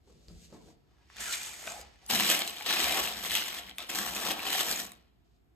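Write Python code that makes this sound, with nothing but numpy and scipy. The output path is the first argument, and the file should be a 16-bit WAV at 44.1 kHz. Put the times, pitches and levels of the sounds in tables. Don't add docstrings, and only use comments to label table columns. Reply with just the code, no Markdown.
import sys
import numpy as np
from scipy import signal
from scipy.fft import rfft, irfft
from scipy.io import wavfile
from scipy.ndimage import uniform_filter1d

SR = 44100
rng = np.random.default_rng(int(sys.argv[2]) if len(sys.argv) > 2 else 0)


def elevation(decibels):
    levels = np.asarray(decibels, float)
    return 10 ** (levels / 20)


def int16_out(signal):
    q = np.round(np.clip(np.atleast_2d(signal).T, -1, 1) * 32767)
    wavfile.write(sys.argv[1], SR, q.astype(np.int16))


N = 244755
HZ = np.fft.rfftfreq(4096, 1 / SR)

# mode_hz, width_hz, level_db
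BOX = [(364, 40, -16.5), (510, 31, 4), (697, 40, 9.5), (770, 32, 7), (1095, 30, -0.5), (2297, 160, -11),
       (3500, 530, -5.5)]


def stirring():
    # frequency_hz, density_db (per Hz)
    card_colour = [(100, -35), (200, -13), (300, 0), (700, -11), (1500, 1), (2100, 7), (3000, 9.5),
                   (4000, 9), (5200, 5.5), (6500, -7.5), (8000, -6), (10000, -7), (14000, -9),
                   (16000, -13.5)]
    drive = contacts(per_s=2200, spread_db=3.5, t60=0.0098, lag=2.7, lag_spread=3.3,
                     hiss=0.42, pitched=0.45, clump_db=2.5, cap=3.18)
    return played(drive, card_colour, hands(), dull_db=-70.0, dulling=0.69, modes=BOX, trim_db=(1.4, .4, 2.5))


def hands():
    # start_s, effort_db, fall_s (per 20 dB),
    # drumming_db and tick_db (relative to effort)
    scoops = [(2.1, -30.5, 0.5141, -9, -4), (2.19, -29, 0.25, -10.5, -4), (2.662, -38, 0.14, -5, -6),
              (2.726, -29.5, 0.53, -10.5, -6.5), (2.798, -37, 0.44, -8, -1.5),
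              (3.028, -39, 0.1846, -7.5, -1.5), (3.313, -38.5, 0.15, -14, -4),
              (3.789, -46.5, 0.14, -6, -6.5), (3.894, -40, 0.42, -6.5, -3.5),
              (3.953, -36.5, 0.2943, -5.5, 0), (4.156, -42.5, 0.23, -3, 0.5), (4.525, -37, 0.24, -14, -2),
              (4.694, -51, 0.1, -9, -6.5)]
    # stop_s, effort_db, rise_s (per 20 dB), drumming_db, tick_db
    stops = [
        (2.417, -36, 0.0073, -8.5, -25),
        (2.997, -33.5, 0.24, -3, -1.5),
        (3.258, -37.5, 0.06, -5.5, 1.5),
        (3.594, -42.5, 0.43, -8, -4.5),
        (3.699, -51.5, 0.27, -8, -8),
        (4.315, -33.5, 0.2, -6.5, -4.5),
        (4.607, -32.5, 0.26, -10.5, -3),
    ]
    # peak_s, effort_db, rise_and_fall_s (per 20 dB), drumming_db, tick_db
    swells = [
        (2.309, -26, 0.0973, -9, -2),
        (2.623, -40.5, -0.05, -5, -30),
        (2.703, -26.5, 0.0546, -12.5, -9),
        (3.372, -33.5, 0.2026, -14, -4.5),
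        (3.988, -39.5, 0.0128, -3, 3),
        (4.466, -41.5, 0.3052, -4, -13.5),
        (4.704, -35, 0.1314, -7, 0),
        (4.802, -40.5, 0.0839, -9, 1.5),
        (4.922, -68.5, -0.17, 12, -10.5),
    ]
    plunge_s, stop_s = 0.0075, 0.037
    return np.transpose([(s, db, plunge_s, span, *rest) for s, db, span, *rest in scoops]
                        + [(s, db, span, stop_s, *rest) for s, db, span, *rest in stops]
                        + [(s, db, span, span, *rest) for s, db, span, *rest in swells])


def contacts(per_s, spread_db, t60, lag, lag_spread, hiss, pitched, clump_db, cap=5):
    size = elevation(spread_db * np.minimum(rng.exponential(1, N), cap)) * (rng.random(N) < per_s / SR)

    spells = evened(uniform_filter1d(rng.standard_normal((N // 128 + 1, 25)), 4, 0))
    spells = elevation(clump_db * (spells[:, :24] + .5 * spells[:, 24:]))
    slow = uniform_filter1d(rng.standard_normal(spells.shape), 30, 0)
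    drift = evened(uniform_filter1d(slow, 4, 1))
    spells = spells * elevation(0.71 * clump_db * drift)
    spot = rng.integers(0, 24, N)
    size *= spells[np.arange(N) // 128, spot]

    out, t = np.zeros((2, N)), np.arange(900) / SR
    for k, (u, v, w) in enumerate(rng.random((24, 3))):
        snap = rng.standard_normal((2, 900)) * elevation(-60 * t / (t60 * (.5 + u)))
        tone = pitched * ring(600 * 11 ** ((k + w) / 24), 1.6 * t60, size=900)
        pair = np.array([snap[0], 0.36 * snap[0] + 0.23 * snap[1]]) + tone
        hits = signal.oaconvolve((size * (spot == k))[None], pair, axes=1)[:, :N]
        far_lag = round(lag + lag_spread * (v - .5))
        out += [elevation(2 * w) * hits[0], np.roll(hits[1], far_lag)]
    a, b = rng.standard_normal((2, N))
    return evened(out) + hiss * np.array([a, 0.64 * np.roll(a, round(lag)) + 1.55 * b])


def played(drive, colour, table, dull_db, dulling, modes=(), trim_db=(2, 2, 2), moving=1):
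    peaks = 1 + sum(elevation(db) / np.sqrt(1 + (2 * (HZ - hz) / width) ** 2) for hz, width, db in modes)
    sound = coloured(drive, read(colour, HZ) + 20 * np.log10(peaks))
    box, card, tick = split(sound, 1350, 5900)

    floor_shared, floor_left_db = 0.3, 0.9
    box = (1 - floor_shared) * box + floor_shared * box[0]
    box = box * elevation(floor_left_db * np.array([[1], [-1]]))

    s, effort_db, rise_s, fall_s, box_db, *tick_db = table
    effort = strokes(s, effort_db, rise_s, fall_s)
    bright = strokes(s, effort_db + sum(tick_db), rise_s, fall_s)
    bright = bright * (effort / (effort + elevation(dull_db))) ** dulling
    drumming = strokes(s, effort_db + box_db, rise_s, fall_s)
    box_gain, card_gain, tick_gain = elevation(trim_db)
    return box_gain * drumming * box + card_gain * effort * card + tick_gain * bright * moving * tick


def knocks():
    # start_s, peak_db, ring_hz, tick_db
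    pieces = [(2.1013, -25.5, 3120, -5), (2.155, -12.5, 3060, 1), (2.2, -22.5, 2460, -9.5),
              (2.3003, -12.5, 7600, -14), (2.3123, -16, 2460, -21), (2.391, -16.5, 3360, 0),
              (2.4194, -16, 3740, -26.5), (2.4758, -17, 4020, -1.5), (2.57, -25, 3530, -14.5),
              (2.609, -25, 2280, -20), (2.6613, -21, 3350, -13.5), (2.8043, -12, 3100, -23.5),
              (2.9224, -13, 3830, -6), (2.973, -17, 2560, -17), (3.258, -24.5, 3650, -2),
              (3.3083, -15, 3080, -10.5), (3.3513, -10, 3280, -5.5), (3.421, -19.5, 2850, -28),
              (3.5868, -24.5, 3240, -6.5), (3.7112, -29.5, 3100, -37), (3.783, -18.5, 3560, -7),
              (3.8031, -25, 3400, -33), (3.9, -23, 7160, -10.5), (3.9492, -21.5, 1810, -2.5),
              (4.149, -23.5, 6000, -2), (4.3042, -16.5, 2780, -21), (4.4674, -22.5, 3020, -4),
              (4.5929, -13.5, 2970, -0.5), (4.691, -29, 2320, -15), (4.712, -15.5, 7400, -7),
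              (1.167, -40, 1600, 2), (1.1, -39.5, 1750, -20), (1.4315, -25.5, 7600, -5),
             (1.461, -34, 6400, -4), (1.672, -26, 3500, -18), (1.6766, -21, 2400, -23),
             (1.6996, -26, 6500, -25), (1.7196, -29, 7300, -21), (1.8185, -45.5, 900, -20),
             (2.0631, -47, 7000, 12), (2.136, -24.5, 3000, -2), (4.6, -30, 3500, 1), (2.559, -44, 2800, 0),
             (2.584, -41, 3400, 3.5), (2.624, -36.5, 2950, 3.5), (4.5622, -24, 2500, -4),
             (4.918, -37.5, 3750, 4)]
    rise_s = 0.00092
    thud_db, thud_per_tick = -22.5, 0.89
    out, t = np.zeros((2, N)), np.arange(2000) / SR
    edge = signal.butter(2, [4600, 12000], "band", fs=SR)
    landings = pieces
    for (s, db, hz, tick_db), (u, v, w) in zip(landings, rng.random((len(landings), 3))):
        crack = rng.standard_normal(2000) * (elevation(-60 * t / .008) + .1 * elevation(-60 * t / .04))
        around_pitch = signal.butter(2, [.55 * hz, 1.6 * hz], "band", fs=SR)
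        face = signal.lfilter(*around_pitch, crack)
        tick = signal.lfilter(*edge, crack)
        piece = .55 * ring(hz, .012) + .3 * ring(hz * (.6 + .2 * u), .011) + .5 * face / abs(face).max()
        thud = sum(ring(f * (.95 + .1 * w), .03) for f, *_ in BOX[:5:2]) / 3
        blow = piece + elevation(tick_db + 3.5) * tick / abs(tick).max()
        blow = blow + elevation(thud_db + thud_per_tick * tick_db) * thud
        sound = elevation(db + 1.0) * np.minimum(t / rise_s, 1) * blow
        add(out[0], s, sound)
        add(out[1], s + (1 + 3 * v) / SR, .8 * sound)
    return out


def clicks():
    # start_s, peak_db, ring_hz
    card_clicks = [(2.1743, -21.5, 3000.0), (2.192, -21.5, 2810.0), (2.2917, -18.5, 3110.0),
                   (2.4103, -21, 3260.0), (2.4846, -28.5, 6260.0), (2.4977, -25, 3070.0),
                   (2.5046, -29, 8020.0), (2.5315, -34, 3260.0), (2.558, -40, 2790.0), (2.584, -31, 3390.0),
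                   (2.5908, -39.5, 2080.0), (2.623, -29.5, 2960.0), (2.6958, -22.5, 3510.0),
                   (2.8288, -19.5, 2650.0), (2.8506, -21.5, 3790.0), (2.8956, -17, 3150.0),
                   (2.978, -19.5, 2690.0), (3.005, -23, 3050.0), (3.0747, -20, 2680.0),
                   (3.1153, -27, 3080.0), (3.1253, -24, 3660.0), (3.17, -26.5, 4100.0),
                   (3.242, -21, 3500.0), (3.2659, -24.5, 3270.0), (3.3557, -14, 2890.0),
                   (3.3751, -19.5, 3080.0), (3.4612, -30, 2640.0), (3.484, -30.5, 2230.0),
                   (3.5044, -27, 3400.0), (3.529, -24, 2210.0), (3.5462, -29.5, 3180.0),
                   (3.5602, -40, 3520.0), (3.6363, -37, 3080.0), (3.6698, -36, 3180.0),
                   (3.688, -36, 2120.0), (3.6962, -30, 3230.0), (3.7919, -36, 3570.0), (3.839, -37, 3400.0),
                   (3.8805, -45, 3790.0), (3.9285, -30.5, 3680.0), (3.9379, -33, 2820.0),
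                   (3.9857, -25, 7760.0), (4.101, -29, 3150.0), (4.159, -28.5, 3310.0),
                   (4.169, -26.5, 3800.0), (4.2017, -24.5, 3430.0), (4.268, -24.0, 3420.0),
                   (4.31, -18.5, 3340.0), (4.3817, -31.5, 2340.0), (4.3938, -24, 2440.0),
                   (4.4025, -25, 2640.0), (4.4997, -23, 3480.0), (4.5384, -20, 2990.0),
                   (4.5512, -22.5, 2990.0), (4.5583, -20.5, 3350.0), (4.6, -19, 3550.0),
                   (4.7612, -22, 6900.0), (4.7913, -28.0, 7600.0), (4.84, -36, 6970.0),
                   (4.8656, -32.0, 6880.0)]
    # start_s, peak_db, ring_hz
    floor_taps = [(2.1039, -43, 810.0), (2.1326, -36, 1070.0), (2.3007, -25, 1240), (2.3241, -31.0, 595),
                  (2.3959, -31, 720.0), (2.4844, -46, 740.0), (2.6088, -33, 836), (2.7087, -28, 830.0),
                  (2.8027, -34.0, 1290.0), (2.8693, -25, 690), (2.9811, -29.0, 593), (3.0021, -45, 716),
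                  (3.2497, -48, 1120.0), (3.5915, -45.5, 720), (3.6839, -55, 696), (3.71, -50.5, 756),
                  (3.7838, -53.5, 1300), (3.806, -38, 1290), (3.9512, -37.5, 726), (3.9907, -35.5, 530),
                  (4.018, -32, 1130), (4.1571, -39.0, 740), (4.2425, -34.5, 800.0), (4.3101, -30.5, 804),
                  (4.4249, -35.5, 890), (4.4737, -35.5, 750.0), (4.5244, -36, 1100), (4.5499, -24, 773),
                  (4.6008, -32.5, 1250), (4.6912, -38.5, 780.0)]
    click_db, click_t60, edge_db = -2.5, 0.008, -10
    tap_db, tap_t60, tap_rise_s = 1, 0.028, 0.0033
    out, t = np.zeros((2, N)), np.arange(2000) / SR
    for (s, db, hz), (u, v) in zip(card_clicks, rng.random((len(card_clicks), 2))):
        edge = np.diff(rng.standard_normal(2001)) * elevation(edge_db - 60 * t / click_t60)
        tone = ring(hz, click_t60 * (0.76 + .6 * u)) + 0.28 * ring(hz * (.7 + .7 * v), click_t60)
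        sound = elevation(db + click_db) * (tone + edge)
        add(out[0], s, sound)
        add(out[1], max(s - (1 + 3 * v) / SR, 0), .8 * sound)
    for s, db, hz in floor_taps:
        tap = elevation(db + tap_db) * np.minimum(t / tap_rise_s, 1) * ring(hz, tap_t60)
        add(out, s, tap * [[1.15], [.85]])
    return out


def dragging():
    # start_s, effort_db, rise_s, fall_s (per 20 dB), drumming_db (relative)
    pulls = [
        (.914, -83, 0.091, 0.17, 5),
        (1.014, -79, 0.095, 0.11, 3),
        (1.099, -66.5, 0.018, 0.24, -13),
        (1.208, -43.5, 0.072, 0.55, -10.5),
        (1.336, -36.5, 0.068, 0.046, -30),
        (1.43, -48, 0.25, 0.32, -14),
        (1.684, -48, 0.15, 0.19, -4.5),
        (1.814, -57.5, 0.65, 0.021, -3.5),
        (2.02, -66.5, 0.039, 0.16, -1.5),
        (2.09, -63, 0.11, .045, -6),
    ]
    # frequency_hz, density_db (per Hz)
    slide_colour = [(100, -10.5), (300, -6), (800, -5.5), (1500, -4), (2600, -0.5), (4000, -3.5),
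                    (5200, -3.5), (6700, 2), (8500, 2), (10300, -1), (12000, -6.5), (15000, -13)]
    drive = contacts(per_s=6000, spread_db=5.5, t60=0.02, lag=1.0, lag_spread=2.6,
                     hiss=0.83, pitched=.4, clump_db=-0.5)
    t = np.arange(N) / SR
    resting_db = -11
    moving = uniform_filter1d(np.where((t > 1.2) & (t < 1.83), 1, elevation(resting_db)), 800)
    return played(
        drive, slide_colour, np.transpose(pulls), moving=moving, dull_db=-81.5, dulling=.4,
        trim_db=(1.4, 1.4, 3.5))


def squeaks():
    # time_s, pitch_hz, level_db
    glides = [
        [(1.2, 1640, -52), (1.212, 1660, -47), (1.219, 1750, -58), (1.228, 1880, -48), (1.247, 1850, -60),
         (1.258, 1740, -47), (1.275, 1660, -48), (1.29, 1390, -44.5), (1.316, 1430, -45), (1.326, 1400, -60)],
        [(1.70, 650, -57), (1.712, 655, -52), (1.74, 730, -54), (1.76, 830, -48), (1.775, 800, -48),
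         (1.79, 620, -52), (1.803, 430, -57)],
        [(1.305, 4250, -47), (1.318, 4000, -52), (1.326, 3800, -43), (1.335, 4050, -38), (1.347, 3200, -38)],
        [(1.33, 2700, -48), (1.34, 2400, -41), (1.348, 2050, -43)],
        [(.965, 1700, -84), (1.0, 1660, -79), (1.025, 1640, -75), (1.04, 1650, -84)],
    ]
    out = np.zeros(N)
    for rows in glides:
        s, *columns = np.transpose(rows)
        t = np.arange(s[0], s[-1], 1 / SR)
        hz, db = (np.interp(t, s, c) for c in columns)
        wobble = evened(uniform_filter1d(rng.standard_normal(len(t)), 200))
        turns = np.cumsum(hz * (1 + .015 * wobble)) / SR
        rough = 1 + .38 * evened(uniform_filter1d(rng.standard_normal(len(t)), 150))
        tone = np.sin(2 * np.pi * turns) + .1 * np.sin(4 * np.pi * turns)
        add(out, s[0], elevation(db + 2) * rough * tone)
    return out


def brushing():
    # start_s, effort_db, rise_s, fall_s (per 20 dB), drumming_db (relative)
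    sleeve = [
        (0.079, -76, 0.064, 1, 10),
        (0.282, -69.5, 0.011, 0.15, 10),
        (0.459, -66, 0.38, 0.093, -15),
        (0.541, -67.5, 0.056, 0.09, 13.5),
        (0.708, -69.5, 0.44, 0.063, 8.5),
        (5.247, -84, 0.0051, 0.22, -22),
        (5.35, -84, 0.114, 0.094, -8.5),
    ]
    # frequency_hz, density_db (per Hz)
    cloth_colour = [(100, 11), (280, 8), (450, 11), (900, -10), (1600, -2.5), (3000, 6), (4600, 8.5),
                    (6000, 2), (8000, -1.5), (9500, -2.5), (12500, -14), (14500, -17.5)]
    drive = contacts(per_s=9000, spread_db=4.0, t60=0.02, lag=-1.5, lag_spread=6,
                     hiss=.8, pitched=0.2, clump_db=2)
    return played(drive, cloth_colour, np.transpose(sleeve), dull_db=-83.5, dulling=1.1, trim_db=(1.5, 1.4, 4))


def bumps():
    # start_s, peak_db, tick_db (relative), table_hz, t60_s
    touches = [(0.099, -59, -30, 483, .08), (0.36, -62, -30, 326, .12), (0.075, -58, -20, 394, 0.087),
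               (0.284, -47.5, 7.5, 67.8, 0.42), (.308, -47.5, -30, 171, 0.27),
               (0.527, -48, -30, 360, 0.045), (0.548, -53, -30, 476, 0.056), (0.3, -58, -30, 560, .06),
               (0.526, -47.5, -3, 560, 0.027), (0.545, -47, -12, 299, 0.11), (0.56, -62, -30, 745, .05),
               (0.565, -64, -30, 1070, .1), (0.608, -60, -30, 980, 0.056), (0.672, -53, -30, 332, 0.045),
               (.685, -56, -20, 693, 0.053), (0.703, -55.5, -22, 970, 0.021),
               (1.674, -36.5, -31.5, 663, .07), (2.132, -37.5, -31, 224, 0.13)]
    out, t = np.zeros(N), np.arange(8000) / SR
    wood = signal.butter(2, [300, 950], "band", fs=SR)
    for s, db, tick_db, hz, t60 in touches:
        knock = signal.lfilter(*wood, rng.standard_normal(8000) * elevation(-60 * t / 0.067))
        modes = ring(hz, t60, size=8000) + .5 * ring(2.3 * hz, .4 * t60, size=8000)
        thump = modes + 1.5 * knock * (hz > 250)
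        add(out, s, elevation(db) * (thump + elevation(tick_db) * ring(4700, 0.0056, size=8000)))
    return out


def boom():
    # start_s, table_db, box_floor_db
    leans = [(.11, -70, -61), (.36, -53, -61), (.53, -94, -54), (1.2, -61, -58.5), (1.7, -79, -57),
             (1.83, -57.5, -71), (2.15, -59, -36), (2.86, -52, -62), (3.03, -54.5, -53), (3.18, -61, -51.5),
             (3.32, -56, -68), (3.66, -62, -57.5), (4.0, -60.5, -44.5), (4.11, -56.5, -50.5),
             (4.25, -57, -47), (4.44, -63.5, -65), (4.7, -61.5, -50), (4.82, -69, -52.5)]
    s, table_db, floor_db = np.transpose(leans)
    shake = rng.standard_normal((2, 1, N))
    table = evened(coloured(shake[0], -20 * np.log10(1 + ((HZ - 60) / 14) ** 2)))
    floor = evened(coloured(shake[1], -20 * np.log10(1 + ((HZ - 203) / 32) ** 2)))
    floor /= np.sqrt(uniform_filter1d(floor ** 2, 2500) + .1)
    table /= np.sqrt(uniform_filter1d(table ** 2, 5000) + .15)
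    table_rest_db, floor_under_stir_db = -67.5, -20
    lean = strokes(s, table_db, 0.11, 0.13) + elevation(table_rest_db)
    press = strokes(s, floor_db, 0.044, 0.21) + elevation(floor_under_stir_db) * strokes(*hands()[:4])
    return lean * elevation(np.array([[-.8], [.8]])) * table + elevation(-3.0) * press * floor


def room(x):
    # frequency_hz, t60_s
    decay = [(200, 0.63), (1000, 0.43), (4000, 0.24), (12000, 0.073)]
    taps = np.zeros((2, SR // 2))
    at = np.arange(200, SR // 2 - 20, 20) + rng.integers(0, 20, (2, (SR // 2 - 201) // 20))
    np.put_along_axis(taps, at, rng.choice([-1., 1.], at.shape), 1)
    hz, t, z = signal.stft(taps, SR, nperseg=256)
    tail = signal.istft(z * elevation(-60 * t / read(decay, hz)[:, None]), SR, nperseg=256)[1]
    return signal.fftconvolve(x.mean(0)[None], tail / np.linalg.norm(tail[0]), axes=1)[:, :N]


def hush():
    # frequency_hz, density_db (per Hz)
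    hush_colour = [(25, -24), (60, -20), (110, -9), (171, -13), (414, -15.5), (571, -32.5), (695, -17),
                   (800, -27.5), (1380, -31), (3700, -38.5), (6000, -44.5), (9000, -44.5), (13000, -43.5),
                   (16000, -55)]
    hush_db = -71
    a, b, c = rng.standard_normal((3, N))
    shared = coloured(c[None], -12 * np.log2(1 + HZ / 150) + 7.5)
    return elevation(hush_db + 1.5) * evened(coloured(np.array([a, b]) + shared, read(hush_colour, HZ)))


def strokes(s, db, rise_s, fall_s):
    at = np.arange(0, N, 64)
    late = at[:, None] / SR - s
    slope = np.where(late < 0, late / np.maximum(rise_s, .002), -late / np.maximum(fall_s, .005))
    gain = np.sqrt((elevation(np.maximum(db + 20 * slope, -200)) ** 2).sum(1))
    return np.interp(np.arange(N), at, gain)


def ring(hz, t60, size=2000):
    t = np.arange(size) / SR
    return elevation(-60 * t / t60) * np.sin(2 * np.pi * hz * t)


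def split(x, low_hz, high_hz):
    hz, z = np.fft.rfftfreq(N, 1 / SR), rfft(x)
    low = 1 / (1 + (hz / low_hz) ** 6)
    high = 1 - 1 / (1 + (hz / high_hz) ** 16)
    return [evened(irfft(z * part, N)) for part in (low, 1 - low - high, high)]


def coloured(x, db):
    log_gain = np.maximum(db, -100) * np.log(10) / 20
    circle = np.concatenate([log_gain, log_gain[-2:0:-1]])
    taps = np.fft.ifft(np.exp(np.conj(signal.hilbert(circle)))).real
    return signal.oaconvolve(x, taps[None], axes=1)[:, :x.shape[1]]


def read(points, hz):
    f, value = np.transpose(points)
    return np.interp(np.log(hz + 1), np.log(f + 1), value)


def evened(x):
    return x / np.sqrt(np.mean(x ** 2) + 1e-20)


def add(mix, s, sound):
    part = mix[..., round(s * SR):][..., :sound.shape[-1]]
    part += sound[..., :part.shape[-1]]


def scene():
    near = stirring() + knocks() + clicks() + dragging() + squeaks() + brushing() + bumps()
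    return near + elevation(-8.5) * room(near) + boom() + hush()


def thrifty(mid, side):
    hz, t, z = signal.stft(np.roll([mid, side], -316, 1), SR, "cosine", 2048, 1024)
    power = (abs(z[:, :1024]) ** 2).reshape(2, 64, 16, -1).sum(2)
    band_hz = hz[8:1024:16, None]
    margin_db = np.interp(band_hz, [8000, 9000, 10000, 11200, 13500, 14500], [-12, -7, -5, -5.5, -6, -2])
    margin_db = margin_db + 2.2 * rng.standard_normal(power.shape[1:])
    weaker = power < power[::-1] * elevation(2 * margin_db)
    dropped = weaker & (band_hz > 6300) | (band_hz > 15850)

    quick, slow = (uniform_filter1d(np.diff(mid + side) ** 2, size) for size in (100, 600))
    jump = np.maximum.reduceat(quick[400:] / (slow[:-400] + 1e-12), np.arange(316, N - 1500, 1024))
    steady = np.pad(np.convolve(jump > 10, [1, 1]) == 0, (0, 4), "edge")[:len(t)]
    z[:, :1024] *= ~np.repeat(dropped & steady, 16, 1)

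    treble = (hz > 6300)[:, None]
    z[1] *= (1 + .3 * treble) * np.exp(1j * 1.2 * treble * rng.standard_normal(z[1].shape))
    return np.roll(signal.istft(z, SR, "cosine", 2048, 1024)[1][:, :N], 316, 1)


def top_cut(x):
    return signal.sosfilt(signal.butter(12, 16480, fs=SR, output="sos"), x)


def record(dry):
    # (half of it raises the side, above 6.2 kHz half lowers
    side_width = [(60, 7), (110, 9), (200, -5.5), (400, 0.5), (1300, 2), (3000, 2), (5500, 1.5)]
    hz, z = np.fft.rfftfreq(N, 1 / SR), rfft(dry)
    single = np.clip((hz - 6100) / 250, 0, 1)
    turn = np.exp(1j * np.pi * (hz - 7150) / 5750)
    one_capsule = z[0] * np.array([1 / turn, turn]) + .13 * z[1] * [[1], [0]]
    both = (1 - single) * z + single * one_capsule
    left, right = both / (1 + (hz / 15800) ** 60) / (1 + (36 / (hz + 1)) ** 4)
    narrowed = (left - right) * elevation((0.5 - single) * read(side_width, hz))
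    mid, side = thrifty(irfft(left + right, N) / 2, irfft(narrowed, N) / 2)
    return top_cut(np.array([mid + side, mid - side]))


dry = scene()
out = record(dry)
int16_out(out)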